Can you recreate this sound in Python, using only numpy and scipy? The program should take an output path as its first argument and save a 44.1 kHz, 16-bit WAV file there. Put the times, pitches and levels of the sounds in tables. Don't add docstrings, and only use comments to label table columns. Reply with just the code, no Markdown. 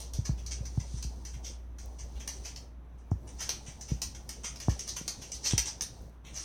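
import sys
import numpy as np
from scipy import signal
from scipy.io import wavfile
from scipy.ndimage import uniform_filter1d

SR = 44100
rng = np.random.default_rng(int(sys.argv[2]) if len(sys.argv) > 2 else 0)


def ratio(d):
    e = np.asarray(d, float) / 20
    return 10 ** e


def file_out(sig):
    cols = np.atleast_2d(sig).T
    lim = np.clip(cols, -1, 1)
    pcm = np.round(lim * 32767).astype(np.int16)
    wavfile.write(sys.argv[1], SR, pcm)


N = 284004
SPOTS = 4


def evened(x):
    return x / np.sqrt(np.mean(x ** 2) + 1e-20)


def read(points, hz):
    f, value = np.transpose(points)
    return np.interp(np.log(hz + 1), np.log(f + 1), value)


def curve(rows):
    s, db = np.transpose(rows)
    return np.interp(np.arange(N) / SR, s, db)


def add(mix, s, sound):
    part = mix[round(s * SR):][:len(sound)]
    part += sound[:len(part)]


def band(x, lo_hz, hi_hz):
    return signal.sosfilt(signal.butter(2, [lo_hz, hi_hz], "band", fs=SR, output="sos"), x)


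def noise(points, patchy_db, size):
    frames = 4 * N // size + 5
    hz = np.fft.rfftfreq(size, 1 / SR)
    a, b, patches = rng.standard_normal((frames, len(hz), 3)).T
    patches = uniform_filter1d(uniform_filter1d(patches, 8, 0), 8, 1)
    level_db = read(points, hz)[:, None] + patchy_db * evened(patches)
    z = (a + 1j * b) * ratio(level_db)
    return signal.istft(z, nperseg=size, noverlap=3 * size // 4)[1][:N]


# (time [s], level [dB])
HUM = [(0, -44), (.5, -39), (1.1, -42), (1.6, -43), (2.4, -46.5), (3.5, -49.5), (4.5, -49), (5.3, -55),
       (6.44, -49.5)]
# (time of the crest [s], level [dB])
SURGES = [(.15, -35), (.32, -29), (.98, -34), (1.07, -32.5), (1.35, -41), (1.87, -39), (2.04, -37.5),
          (2.169, -35), (2.4, -38.5), (2.64, -58), (2.78, -44), (3.14, -34), (3.25, -60), (3.35, -39),
          (3.931, -31), (4.14, -60), (4.29, -44.5), (4.4, -50), (4.52, -43.5), (4.701, -28), (4.75, -42),
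          (4.9, -51), (5.07, -46), (5.36, -42), (5.539, -31.5), (5.6, -34.5), (6.01, -44.5), (6.329, -50)]


def shoves():
    rise_s, fall_s = 0.014, 0.03
    t = np.arange(N) / SR
    strength = ratio(curve(HUM))
    for s, db in SURGES:
        swell = np.exp(-abs(t - s) / np.where(t < s, rise_s, fall_s))
        strength = np.hypot(strength, ratio(db) * swell)
    return strength


def hum():
    hum_hz, waver_hz = 59.14, 0.53
    waver = uniform_filter1d(uniform_filter1d(rng.standard_normal(N), size=3000), size=3000)
    pitch_hz = hum_hz + waver_hz * evened(waver)
    return np.sqrt(2) * shoves() * np.sin(2 * np.pi * np.cumsum(pitch_hz) / SR)


# (frequency [Hz], level [dB per Hz])
AIR = [(40, 10), (80, 12), (250, 5), (500, -5), (1000, -6.5), (2000, -15.5), (4000, -25), (5200, -55),
       (6000, -37), (7500, -56), (10000, -35), (16000, -43), (16900, -37), (17300, -76)]


def air():
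    steady = noise(AIR, 1.2, size=2048)
    return ratio(-62) * band(steady, 28, 20000) / band(steady, 176, 1400).std()


# (frequency [Hz], level [dB per Hz])
RUSTLE = [(30, -6.5), (70, 2.5), (110, -3), (200, -7.5), (400, -11), (900, -16), (1500, -42)]
# (time [s], level [dB])
DRAG = [(0, -45.5), (.14, -75), (.95, -54.5), (1.11, -62.5), (1.43, -71.5), (1.74, -83), (1.9, -68.5),
        (2.48, -58), (2.76, -87), (3.17, -78.5), (3.44, -56), (4.1, -68.5), (4.8, -56.5), (5.5, -56),
        (5.75, -65), (5.97, -62.5), (6.22, -87.5), (6.42, -46)]


def rustle():
    knee_db = -73.5
    shove_share = 0.34
    swell = np.minimum(shoves() / ratio(curve(HUM)), 3.2) ** shove_share
    level_db = -53.5 + np.minimum(curve(DRAG) - knee_db, 0)
    return ratio(level_db) * evened(noise(RUSTLE, 3.6, size=1024)) * swell


def grit(shape, spread_db, share):
    clumps = evened(uniform_filter1d(rng.standard_normal(shape), 50, -1))
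    slips = rng.standard_normal(shape) * (rng.random(shape) < share)
    return evened(ratio(spread_db * clumps) * slips)


def cushion():
    drag = ratio(curve(DRAG) - 3.5) * grit((SPOTS, N), 5.5, 0.22)
    return drag + ratio(1) * band(drag, 12500, 13000)


def plank(x, hz, width_hz, db):
    return x + ratio(db) * signal.lfilter(*signal.iirpeak(hz, hz / width_hz, SR), x)


def claws(rows, envelope, spread_db, share, gain_db):
    t = np.arange(6000) / SR
    low, mid, top = np.zeros((3, SPOTS, N))
    bursts = grit((len(rows), len(t)), spread_db, share)
    plank_hz = 1200 * 3.2 ** rng.random(len(rows))
    for k, (s, db, knock_db, edge_db, *shape) in enumerate(rows):
        spot = k % SPOTS
        grip = envelope(t, *shape)
        loudness = ratio(db + gain_db) * np.sqrt(np.mean(grip ** 2))
        burst = loudness * evened(bursts[k] * grip)
        add(low[spot], s, ratio(knock_db + 15) * plank(burst, plank_hz[k], 700, -3))
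        add(mid[spot], s, burst)
        add(top[spot], s, ratio(edge_db + 23) * burst * (grip / grip.max()) ** 0.52)
    return band(low, 200, 3900) + band(mid, 3900, 9800) + band(top, 9800, 20500)


def slipping(fade):
    def envelope(t, rise):
        swell = np.minimum(t / rise, 1) ** 2
        return swell * np.exp(-np.maximum(t / rise - 1, 0) / fade)
    return envelope


# (time [s], level [dB], wood knock [dB], edge brightness [dB], rise [s])
SKIDS = [(0.002, -27.5, -13, -13, 0.0014), (0.245, -31, -16.5, -19, 0.0071),
         (0.368, -46, -14, -17.5, 0.014), (0.502, -31.5, -16, -23, .011),
         (0.6494, -37.5, -16.5, -16, 0.0061), (0.743, -53, -15.5, -19, 0.0071),
         (0.791, -39.5, -15, -20, 0.0086), (0.9604, -45.5, -14, -30, 0.011),
         (1.3294, -43.5, -11.5, -18.5, 0.0093), (1.98, -41, -15, -22.5, .011),
         (2.1946, -37, -13.5, -18.5, 0.0085), (2.9694, -65, -14, -33, 0.016),
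         (3.109, -50, -15, -24, 0.0023), (3.2635, -48, -12, -39, 0.015), (3.652, -40, -13.5, -22, .016),
         (3.868, -39, -15, -17, 0.02), (4.143, -38, -13, -18, 0.0063), (4.684, -34, -14.5, -17.5, 0.012),
         (5.205, -37.5, -15, -16.5, 0.015), (5.3407, -34.5, -19, -14.5, 0.0055),
         (6.238, -44.5, -10, -17.5, 0.019)]


def skids():
    return claws(SKIDS, slipping(1.48), spread_db=3, share=0.15, gain_db=5.27)


def tap(t, slide_db):
    slide_s = 0.038
    strike = 2.5 * np.exp(-t / 0.0002) + 1.5 * np.exp(-t / 0.0028)
    return strike + ratio(slide_db) * np.exp(-t / slide_s)


# (time [s], level [dB], wood knock [dB], edge brightness [dB], slide after the tap [dB])
TICKS = [(0.1351, -39, -16.5, -10.5, 1), (0.463, -39, -17.5, -13, -0.5), (1.026, -29, -18.5, -16, -23),
         (1.2509, -39.5, -16, -13, -1.5), (1.785, -45, -15.5, -14, 0.5), (2.2758, -26, -17, -10.5, -11.5),
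         (2.5612, -34.5, -17.5, -16, -13), (3.4232, -34, -22, -10.5, -20), (3.492, -19, -16.5, -15, -19),
         (3.8101, -34, -18, -16.5, -12.5), (4.0177, -18.5, -18.5, -15, -22.5),
         (4.2914, -28.5, -14.5, -12, -13.5), (4.559, -34.5, -17.5, -14, -22), (4.6013, -34, -15, -12.5, -2),
         (4.793, -31, -17.5, -15, -6), (4.8898, -31, -33, -11.5, -10.5), (5.079, -20, -17, -15.5, -34),
         (5.3184, -28.5, -18, -19.5, -31), (5.5085, -25, -11.5, -33.5, -19),
         (5.579, -13.5, -16, -12.5, -43), (5.6569, -30, -15, -28, -10.5), (5.8089, -22.5, -16, -18, -37.5),
         (5.8218, -28.5, -17, -9, -18)]


def taps():
    return claws(TICKS, tap, spread_db=2.5, share=0.42, gain_db=2.45)


# (time [s], level [dB])
CREAKS = [
    (1.8595, -32),
    (2.0985, -53),
    (3.8265, -38),
    (3.115, -42),
    (4.517, -48),
    (4.884, -42),
    (3.722, -44),
    (6.022, -43),
    (6.096, -47),
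    (.755, -52),
]


def creaks():
    tip_db = 11.5
    tips = [(s, db + edge_db + tip_db) for s, db, _, edge_db, _ in TICKS]
    out = np.zeros(N)
    for s, db in list(CREAKS) + tips:
        add(out, s, ratio(db) * np.array([1, -0.4]))
    return band(out, 4200, 17000)


def thump(db, hz, rise_ms, knock_db):
    board_cycles = 5.47
    ms = np.arange(8000) / SR * 1000
    turns = hz * ms / 1000 + 0.55 * (1 - np.exp(-ms / 1.2))
    onset = (1 - np.exp(-ms / max(rise_ms, 0.3))) ** 2
    body = np.sin(2 * np.pi * turns) * onset * ratio(-60 * (turns / board_cycles) ** 1.364)
    knock_shape = 0.93 * np.exp(-ms / 1.19) * (1 - np.exp(-ms / 0.26))
    knock = np.sin(2 * np.pi * 0.71 * ms) * knock_shape
    return ratio(db + 3) * (body + ratio(knock_db) * knock)


# (time [s], level [dB], settling pitch [Hz], rise [ms], heel knock [dB])
STEPS = [(0.1862, -13.5, 109, 3.4, -33), (.2925, -12, 124, 3, -21), (0.606, -23.5, 110.3, 2.8, -30),
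         (0.7753, -12.5, 113, 2.7, -21), (0.939, -22, 109.6, 3.3, -35), (1.047, -28, 117, 1.6, -14),
         (1.36, -26, 117.1, 6, -34), (3.116, -15.5, 95, 1.13, -9), (3.58, -44, 124, 2.9, -30),
         (3.68, -27, 126.3, 6.2, -30), (3.917, -15.5, 127, 1.9, -24), (4.6836, -13.5, 102.6, 0.69, -4),
         (5.012, -32, 153.4, 0.7, -17), (5.5344, -15, 105, 0.9, -11), (6.246, -42, 132, 1.8, -14)]


def footsteps():
    steps = np.zeros(N)
    for s, *row in STEPS:
        add(steps, s, thump(*row))
    return signal.lfilter(*signal.butter(2, 1400, fs=SR), steps)


# (time [s], level [dB], wood knock [dB], edge brightness [dB], rise [s])
SWELLS = [
    (1.42, -37.5, -15.5, -18.5, 0.034),
    (2.141, -56.5, -7.5, -19, 0.022),
    (2.43, -35.5, -15, -18, 0.025),
    (3.372, -31, -14.5, -17.5, 0.036),
    (4.428, -29, -14, -21, .02),
    (4.865, -32, -16, -15.5, 0.013),
    (4.958, -28, -13.5, -15, 0.0097),
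    (5.425, -23, -18, -19, 0.028),
    (5.66, -30, -18, -20, 0.013),
    (6.325, -35, -16.5, -18.5, .038),
]


def scrabbles():
    return claws(SWELLS, slipping(0.88), spread_db=4, share=0.3, gain_db=6.27)


# (frequency [Hz], time to lose 60 dB [s])
ROOM = [(100, 0.36), (500, 0.091), (1300, 0.34), (3500, 0.32), (9000, 0.18), (16000, 0.21)]
# (delay [s], level [dB])
ECHOES = [(.002, 3), (.0037, -8), (.007, -6), (0.011, -16.5), (0.014, -2.5), (.021, -8.5)]


def room(x, wet_db):
    sparse = np.zeros(SR // 2)
    at = np.arange(300, len(sparse) - 20, 20)
    sparse[at + rng.integers(0, 20, len(at))] = rng.choice([-1., 1.], len(at))
    hz, t, z = signal.stft(sparse, SR, nperseg=256)
    fading = z * ratio(-60 * t / read(ROOM, hz)[:, None])
    tail = signal.istft(fading, SR, nperseg=256)[1]
    tail = ratio(wet_db) * tail / np.linalg.norm(tail)
    near = np.zeros(len(tail))
    for s, db in ECHOES:
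        near[round(s * SR * rng.uniform(0.85, 1.15))] += ratio(db)
    tail += signal.lfilter(*signal.butter(1, 9000, fs=SR), near)
    tail[0] = 1
    return signal.fftconvolve(x, tail)[:N]


# (frequency [Hz], level [dB])
TICK_COLOUR = [(300, -26), (700, -20), (1400, -22.5), (2600, -16), (4300, -6), (5300, -4.5), (5950, 3.5),
               (6600, -4.5), (7500, -12.5), (8900, -5), (11200, -29), (13700, -29.5), (16600, -48),
               (17500, -46)]


def microphone(x):
    hz = abs(np.fft.fftfreq(4096, 1 / SR))
    log_gain = np.log(ratio(np.maximum(read(TICK_COLOUR, hz), -100)))
    response = np.fft.ifft(np.exp(np.conj(signal.hilbert(log_gain)))).real[:2048]
    return signal.oaconvolve(x, response)[:len(x)]


def scene():
    bright = cushion() + taps() + skids() + scrabbles()
    heard = microphone(sum(room(spot, 3.06) for spot in bright)) + creaks()
    steps = footsteps()
    steps = steps + ratio(-21.5) * room(steps, 6.8)
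    return (heard + steps + hum() + air() + rustle())[None]


def band_limit(x):
    return signal.sosfilt(signal.butter(12, 17560, fs=SR, output="sos"), x)


def record(dry):
    edge = signal.firwin(511, 17100, window=("kaiser", 9), fs=SR)
    mix = signal.oaconvolve(dry, edge[None], "same")
    return band_limit(mix)


dry = scene()
out = record(dry)
file_out(out)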